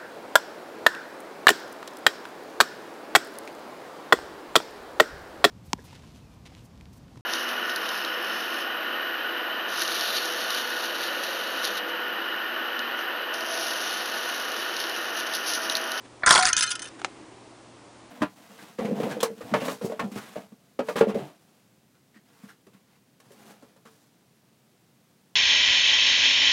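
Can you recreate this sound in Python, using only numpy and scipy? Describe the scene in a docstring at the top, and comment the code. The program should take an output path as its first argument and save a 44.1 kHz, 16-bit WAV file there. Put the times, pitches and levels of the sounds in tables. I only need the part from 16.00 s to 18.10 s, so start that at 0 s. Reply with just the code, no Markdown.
"""Over a quiet room hum, a fingertip scrapes the trigger of a small cast iron toy bank, close up on a
cloth-covered table. A spring flips its figure up with a run of clacks: iron hits iron, the case rings
and the base thumps the table. The figure rebounds in its pivot and rattles to rest.
The hands draw back over the cloth, and a loose part clicks twice."""
import sys
import numpy as np
from scipy import signal
from scipy.fft import irfft
from scipy.io import wavfile
from scipy.ndimage import uniform_filter1d

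SR = 44100
rng = np.random.default_rng(int(sys.argv[2]) if len(sys.argv) > 2 else 0)


def store_pcm(level_fs):
    """Save levels as 16-bit WAV."""
    pcm = np.round(np.clip(level_fs, -1, 1) * 32767).astype(np.int16)
    wavfile.write(sys.argv[1], SR, np.atleast_2d(pcm).T)


N = 92610
BLOW_SAMPLES, RISE_S = 8192, 0.00043


def amp(db):
    return 10 ** (np.asarray(db) / 20)


def unit_rms(x):
    return x / np.sqrt(np.mean(x ** 2) + 1e-20)


def curve_at(points, hz):
    """Follow a breakpoint curve along a log frequency axis."""
    f, value = np.transpose(points)
    return np.interp(np.log(hz + 1), np.log(f + 1), value)


def add(mix, start, sound):
    part = mix[round(start * SR):][:len(sound)]
    part += sound[:len(part)]


def noise(colour, size=N, patchy_db=0):
    """Coloured noise of rms 1; patchy_db puts random peaks and dips in its spectrum."""
    hz = np.fft.rfftfreq(size, 1 / SR)
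    patch_hz = np.arange(64) * 449.4
    patches = patchy_db * np.interp(hz, patch_hz, rng.standard_normal(len(patch_hz)))
    phases = np.exp(2j * np.pi * rng.random(len(hz)))
    return unit_rms(irfft(phases * amp(curve_at(colour, hz) + patches), size))


def envelope(start, t60, hold=0, size=N):
    """Quick attack, hold, exponential release."""
    t = np.arange(size) / SR - start
    return np.clip(t / RISE_S, 0, 1) * amp(-60 * np.maximum(t - hold, 0) / t60)


def ring(modes, starts, levels_db, spread_db=4, detune=0.0042):
    """Each strike rings the same modes, with a balance and tuning that vary with where it lands."""
    hz, db, t60 = np.transpose(modes)
    t, out = np.arange(2 * BLOW_SAMPLES) / SR, np.zeros(N)
    decays = amp(db[:, None] - 60 * t / t60[:, None]) * np.minimum(t / RISE_S, 1)
    for start, level_db in zip(starts, levels_db):
        weights = amp(level_db + spread_db * rng.standard_normal(len(hz)))
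        tuned_hz = hz * (1 + detune * rng.standard_normal())
        cycles = np.outer(tuned_hz, t) + rng.random((len(hz), 1))
        add(out, start, weights @ (decays * np.sin(2 * np.pi * cycles)))
    return out * np.sqrt(2) / np.linalg.norm(amp(db))


def bursts(colour, starts, levels_db, t60, patchy_db=0):
    """Dense modes that die quickly after each strike, played as decaying noise."""
    out, decay = np.zeros(N), envelope(0, t60, size=BLOW_SAMPLES)
    for start, db in zip(starts, levels_db):
        burst = noise(colour, BLOW_SAMPLES, patchy_db) * decay
        add(out, start, amp(db) * burst * np.linalg.norm(decay) / np.linalg.norm(burst))
    return out


def room_tone(air_db=-50.5, hum_db=-61.5, hum_hz=119.5):
    """A steady bed of room air and mains hum."""
    # colour of the air: f/Hz, level/dB
    air = [(15, -58), (25, -23), (85, -12.5), (118, -13), (147, -14), (312, -3), (454, -10), (554, -9),
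           (1030, -11.5), (1540, -18.5), (1790, -20), (2030, -20), (9800, -28.5), (12700, -63.5),
           (21600, -120)]
    hum = np.sqrt(2) * np.sin(2 * np.pi * hum_hz * np.arange(N) / SR)
    return amp(air_db) * noise(air) + amp(hum_db) * hum


def hands():
    """Soft swells of friction: a fingertip scrapes the trigger, hands brush the cloth."""
    # strokes on iron and on cloth: middle t/s, half length/s, level/dB
    scrapes = [(.057, 0.0094, -52), (.997, 0.0069, -43)]
    brushes = [(.13, .02, -66), (1.04, 0.36, -49)]
    # their colours: f/Hz, level/dB
    scrape_colour = [(200, -28), (700, 3.5), (1900, 3), (4500, -10), (9800, -12), (10500, -50)]
    brush_colour = [(100, -62), (220, -4), (310, 7), (500, -6.5), (900, -14), (2000, -13), (5000, -26),
                    (9800, -25.5), (10500, -34.5)]
    t = np.arange(N) / SR

    def swells(strokes):
        return sum(amp(db) * np.exp(-((t - middle) / half) ** 2) for middle, half, db in strokes)

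    return noise(brush_colour) * swells(brushes) + noise(scrape_colour) * swells(scrapes)


def clacks():
    """Iron hits iron: a clank, a bright clink, a knock through the base, and the ringing case."""
    # blows of the mechanism: t/s, clank level/dB, clink level/dB, knock level/dB
    blows = [(0.2226, -44.5, -72, -39.5), (0.2338, -19, -73, -28), (0.2374, -33, -77, -48.5),
             (.244, -30, -82, -42.5), (.262, -16.5, -14, -37.5), (0.27, -13.5, -19.5, -50),
             (0.2759, -12.5, -19, -41), (0.2803, -14, -24.5, -36), (.291, -17.5, -15, -25.5),
             (.302, -15.5, -17.5, -44), (0.3071, -11, -10, -13.5), (.318, -20.5, -18.5, -25),
             (0.324, -41, -14, -35), (.329, -39, -18, -19), (0.339, -19, -18, -27), (.350, -38, -14, -17.5),
             (0.3569, -13.5, -17.5, -17.5), (0.3666, -15.5, -21.5, -50), (0.378, -18.5, -17.5, -23),
             (0.382, -29.5, -31, -18), (.3895, -20.5, -19, -37), (0.397, -37, -21.5, -68),
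             (.409, -22, -24, -51), (.425, -47, -18, -55), (0.431, -19.5, -22.5, -75),
             (0.4475, -26.5, -25.5, -46.5), (0.4531, -21, -14.5, -57), (.465, -25.5, -18.5, -50),
             (0.472, -20, -20.5, -60), (0.4829, -24.5, -21.5, -60), (.489, -26.5, -20, -60),
             (0.499, -20.5, -50, -62)]
    # colours of the three layers: f/Hz, level/dB
    clank_colour = [(300, -15), (700, -17.5), (1100, -6.5), (1350, 6.5), (1750, 1), (2150, -3.5),
                    (2600, -26), (5000, -41), (12000, -73)]
    clink_colour = [(900, -32), (2300, -7), (3400, -4), (3900, -1.5), (5000, 1), (6400, -1.5), (8000, -6.5),
                    (9800, -1.5), (10500, -33), (15000, -75)]
    knock_colour = [(25, -31), (90, -8), (200, -7.5), (380, 0.5), (520, -0.5), (800, 7.5), (1100, 11),
                    (2000, -48)]
    # resonances of the iron case: f/Hz, level/dB, t60/s
    case_modes = [(712, -10.5, 0.22), (1025, -6, 0.3), (1024, -5, 0.39), (1215, -23, 0.12),
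                  (1212, -6.5, .1), (1317, -2, 0.23), (1371.5, -2, 0.14), (1423, -1, 0.39),
                  (1456, 1, 0.084), (1586, -9, 0.064), (1718, -6, 0.11), (1840, -4.5, 0.26),
                  (1977, -9, 0.094), (2243, -6.5, 0.19), (3444, -8, .12), (4211, -15, 0.055)]
    starts, clank_db, clink_db, knock_db = np.transpose(blows)
    clank = bursts(clank_colour, starts, clank_db, t60=0.046)
    clink = bursts(clink_colour, starts, clink_db, t60=0.055, patchy_db=5.5)  # a new colour each blow
    knock = bursts(knock_colour, starts, knock_db, t60=0.066)
    return clank + clink + knock + ring(case_modes, starts, clank_db - 9.5)


def pings(width=0.083):
    """Hard edge contacts each ring one patch of iron: a narrow cluster of modes."""
    # edge contacts: t/s, f/Hz, level/dB
    contacts = [(0.237, 4300, -32), (0.3073, 3700, -4.5), (.3185, 5500, -35), (.328, 5000, -15),
                (.3575, 3240, -11), (0.3761, 3120, -14.5), (0.4532, 6430, -14.5), (.5308, 6060, -9.5),
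                (.567, 6200, -13), (0.579, 6600, -14)]
    out = np.zeros(N)
    for start, hz, db in contacts:
        band = [(hz * (1 - 3 * width), -40), (hz * (1 - width), -4), (hz, 0),
                (hz * (1 + width), -4), (hz * (1 + 3 * width), -40), (SR / 2, -70)]
        out += bursts(band, [start], [db], t60=0.016)
    return out


def thumps():
    """The whole bank rocks, pushing its base into the table with dull thumps."""
    # pushes of the base: t/s, level/dB
    pushes = [(0.264, -49), (.309, -53), (0.344, -43), (0.4538, -44.5), (0.5292, -47.5), (0.567, -42.5),
              (0.637, -54)]
    # their bassy colour: f/Hz, level/dB
    thump_colour = [(15, 2), (45, -3.5), (110, 0), (200, -1), (400, -32), (900, -50)]
    starts, levels_db = np.transpose(pushes)
    return bursts(thump_colour, starts, levels_db, t60=0.09)


def lever(start_s=0.391, choke_s=0.4476, hz=738, level_db=-25.5):
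    """A lever rings one clear note until a blow damps it."""
    free = envelope(start_s, t60=4.9)
    choke = envelope(start_s, t60=0.084, hold=choke_s - start_s)
    note = np.sqrt(2) * np.sin(2 * np.pi * hz * np.arange(N) / SR)
    return amp(level_db) * free * choke * note


def figure_rattle(contacts_per_s=500, buzz_depth=0.39, seated_s=0.886):
    """The figure bounces in its pivot; each landing is a buzz of tiny contacts that sets it ringing."""
    # landings: t/s, chatter level/dB, chatter hold/s, ring level/dB
    rebounds = [(0.5293, -21.5, 0.0024, -23.5), (.566, -18.5, 0.0014, -32), (0.573, -24.5, 0.026, -24.5),
                (0.6077, -19.5, 0.0027, -27), (.623, -21, 0.017, -21), (.639, -32, .003, -29),
                (0.663, -33.5, 0.0085, -40.5), (0.676, -42, .004, -29), (.690, -37, .007, -44),
                (0.7048, -25.5, 0.0024, -48), (.712, -25.5, 0.0086, -34.5), (0.725, -38.5, 0.0083, -46),
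                (.753, -30.5, 0.0055, -38.5), (.793, -32.5, 0.0025, -38.5), (.819, -36.5, 0.011, -38),
                (.842, -42.5, 0.0054, -42.5), (0.8542, -41, 0.007, -44), (.872, -45.5, 0.016, -43.5)]
    # colour of the chatter: f/Hz, level/dB
    chatter_colour = [(700, -60), (1400, 4.5), (2200, -7), (3000, 3), (3800, -3.5), (5200, 1.5), (6350, -2),
                      (7200, -3), (8400, -4.5), (9900, 6), (10500, -57)]
    # resonances of the figure: f/Hz, level/dB, t60/s
    figure_modes = [(1013, -7, 0.29), (1300, -3, 0.21), (1428, -1, 0.32), (1510, -2.5, 0.13),
                    (1655, -1, 0.2), (1784, -3, 0.24), (2096, -10, 0.24), (2494, -6, 0.31),
                    (3080, -17, 0.098), (3045, 2.5, 0.18), (3630, -2.5, 0.15), (4180, -4.5, 0.11),
                    (4560, -19, .12), (5180, 2, 0.058), (6400, -13, 0.2), (6275, 4, 0.1),
                    (6390, -5.5, 0.099), (9900, -16, 0.033)]
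    chatter = np.zeros(N)
    for start, db, hold, _ in rebounds:
        shape = envelope(0, t60=0.028, hold=hold, size=BLOW_SAMPLES)
        add(chatter, start, amp(db) * shape * noise(chatter_colour, BLOW_SAMPLES, patchy_db=4.5))
    jitter = unit_rms(uniform_filter1d(rng.standard_normal(N), size=200))
    cycles = np.cumsum(contacts_per_s * (1 + 0.41 * jitter)) / SR
    buzz = unit_rms(1 - buzz_depth * (cycles % 1))  # one sawtooth ramp per contact
    starts, _, _, ring_db = np.transpose(rebounds)
    ringing = ring(figure_modes, starts, ring_db - 1.5)
    choke = envelope(0, t60=0.06, hold=seated_s)  # the ring dies as the figure seats
    return chatter * buzz + ringing * choke


def clicks():
    """A loose part settles with two dry clicks: a sharp snap, a short crack and hardly any ring."""
    # clicks of the part: t/s, level/dB
    hits = [(1.017, -29), (1.0467, -13)]
    # colours of the snap and of the noise behind it: f/Hz, level/dB
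    snap_colour = [(40, -40), (350, -28), (550, -12.5), (700, 2), (950, -4), (1300, 1.5), (1900, -8),
                   (3000, -11), (5000, -20), (10000, -29), (16000, -52)]
    click_colour = [(40, -42), (200, -32), (450, -13), (700, 8), (950, -3.5), (1300, -4), (1900, -7),
                    (3000, -9.5), (5000, -13.5), (7000, -14.5), (9800, -29.5), (11000, -41)]
    hz = abs(np.fft.fftfreq(BLOW_SAMPLES, 1 / SR))
    log_gain = np.log(amp(curve_at(snap_colour, hz)))
    minimum_phase = np.exp(np.conj(signal.hilbert(log_gain)))  # packs the energy into the attack
    snap = np.fft.ifft(minimum_phase).real
    starts, levels_db = np.transpose(hits)
    crack = bursts(click_colour, starts, levels_db - 5.5, t60=0.019)
    faint_ring = bursts(click_colour, starts, levels_db - 15.5, t60=0.066)
    out = crack + faint_ring
    for start, db in hits:
        add(out, start, amp(db + 15) * snap / np.linalg.norm(snap))
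    return out


def reverb(send, build_s=0.0071):
    """A short room tail whose treble dies first."""
    # decay of the room: f/Hz, t60/s
    room_t60 = [(150, 0.25), (1500, 0.25), (5000, 0.24), (10000, 0.053)]
    hz, t, spectra = signal.stft(rng.standard_normal(SR // 2), SR, nperseg=256)
    decay = amp(-60 * t / curve_at(room_t60, hz)[:, None])
    _, tail = signal.istft(spectra * decay * np.minimum(t / build_s, 1), SR, nperseg=256)
    return signal.fftconvolve(send, tail / np.linalg.norm(tail))[:N]


def scene():
    """The bank up front with a little room on it, the clicks drier still; mono."""
    bank = clacks() + pings() + thumps() + lever() + figure_rattle()
    settling = clicks()
    room = reverb(amp(-19) * bank + amp(-30.5) * settling)
    return (bank + settling + room + hands() + room_tone())[None]


def record(dry, mic_hz=10100, ceiling=0.94, edge_hz=15700):
    """The microphone stops short of the top treble; the loudest clack overloads it and cracks above."""
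    def low_pass(x, hz):
        taps = signal.firwin(511, hz, window=("kaiser", 9), fs=SR)
        return signal.oaconvolve(x, taps[None], "same")

    mic = low_pass(dry, mic_hz)
    soft_clipped = mic / (1 + (mic / ceiling) ** 10) ** (1 / 10)
    return low_pass(soft_clipped, edge_hz)


dry = scene()
out = record(dry)
store_pcm(out)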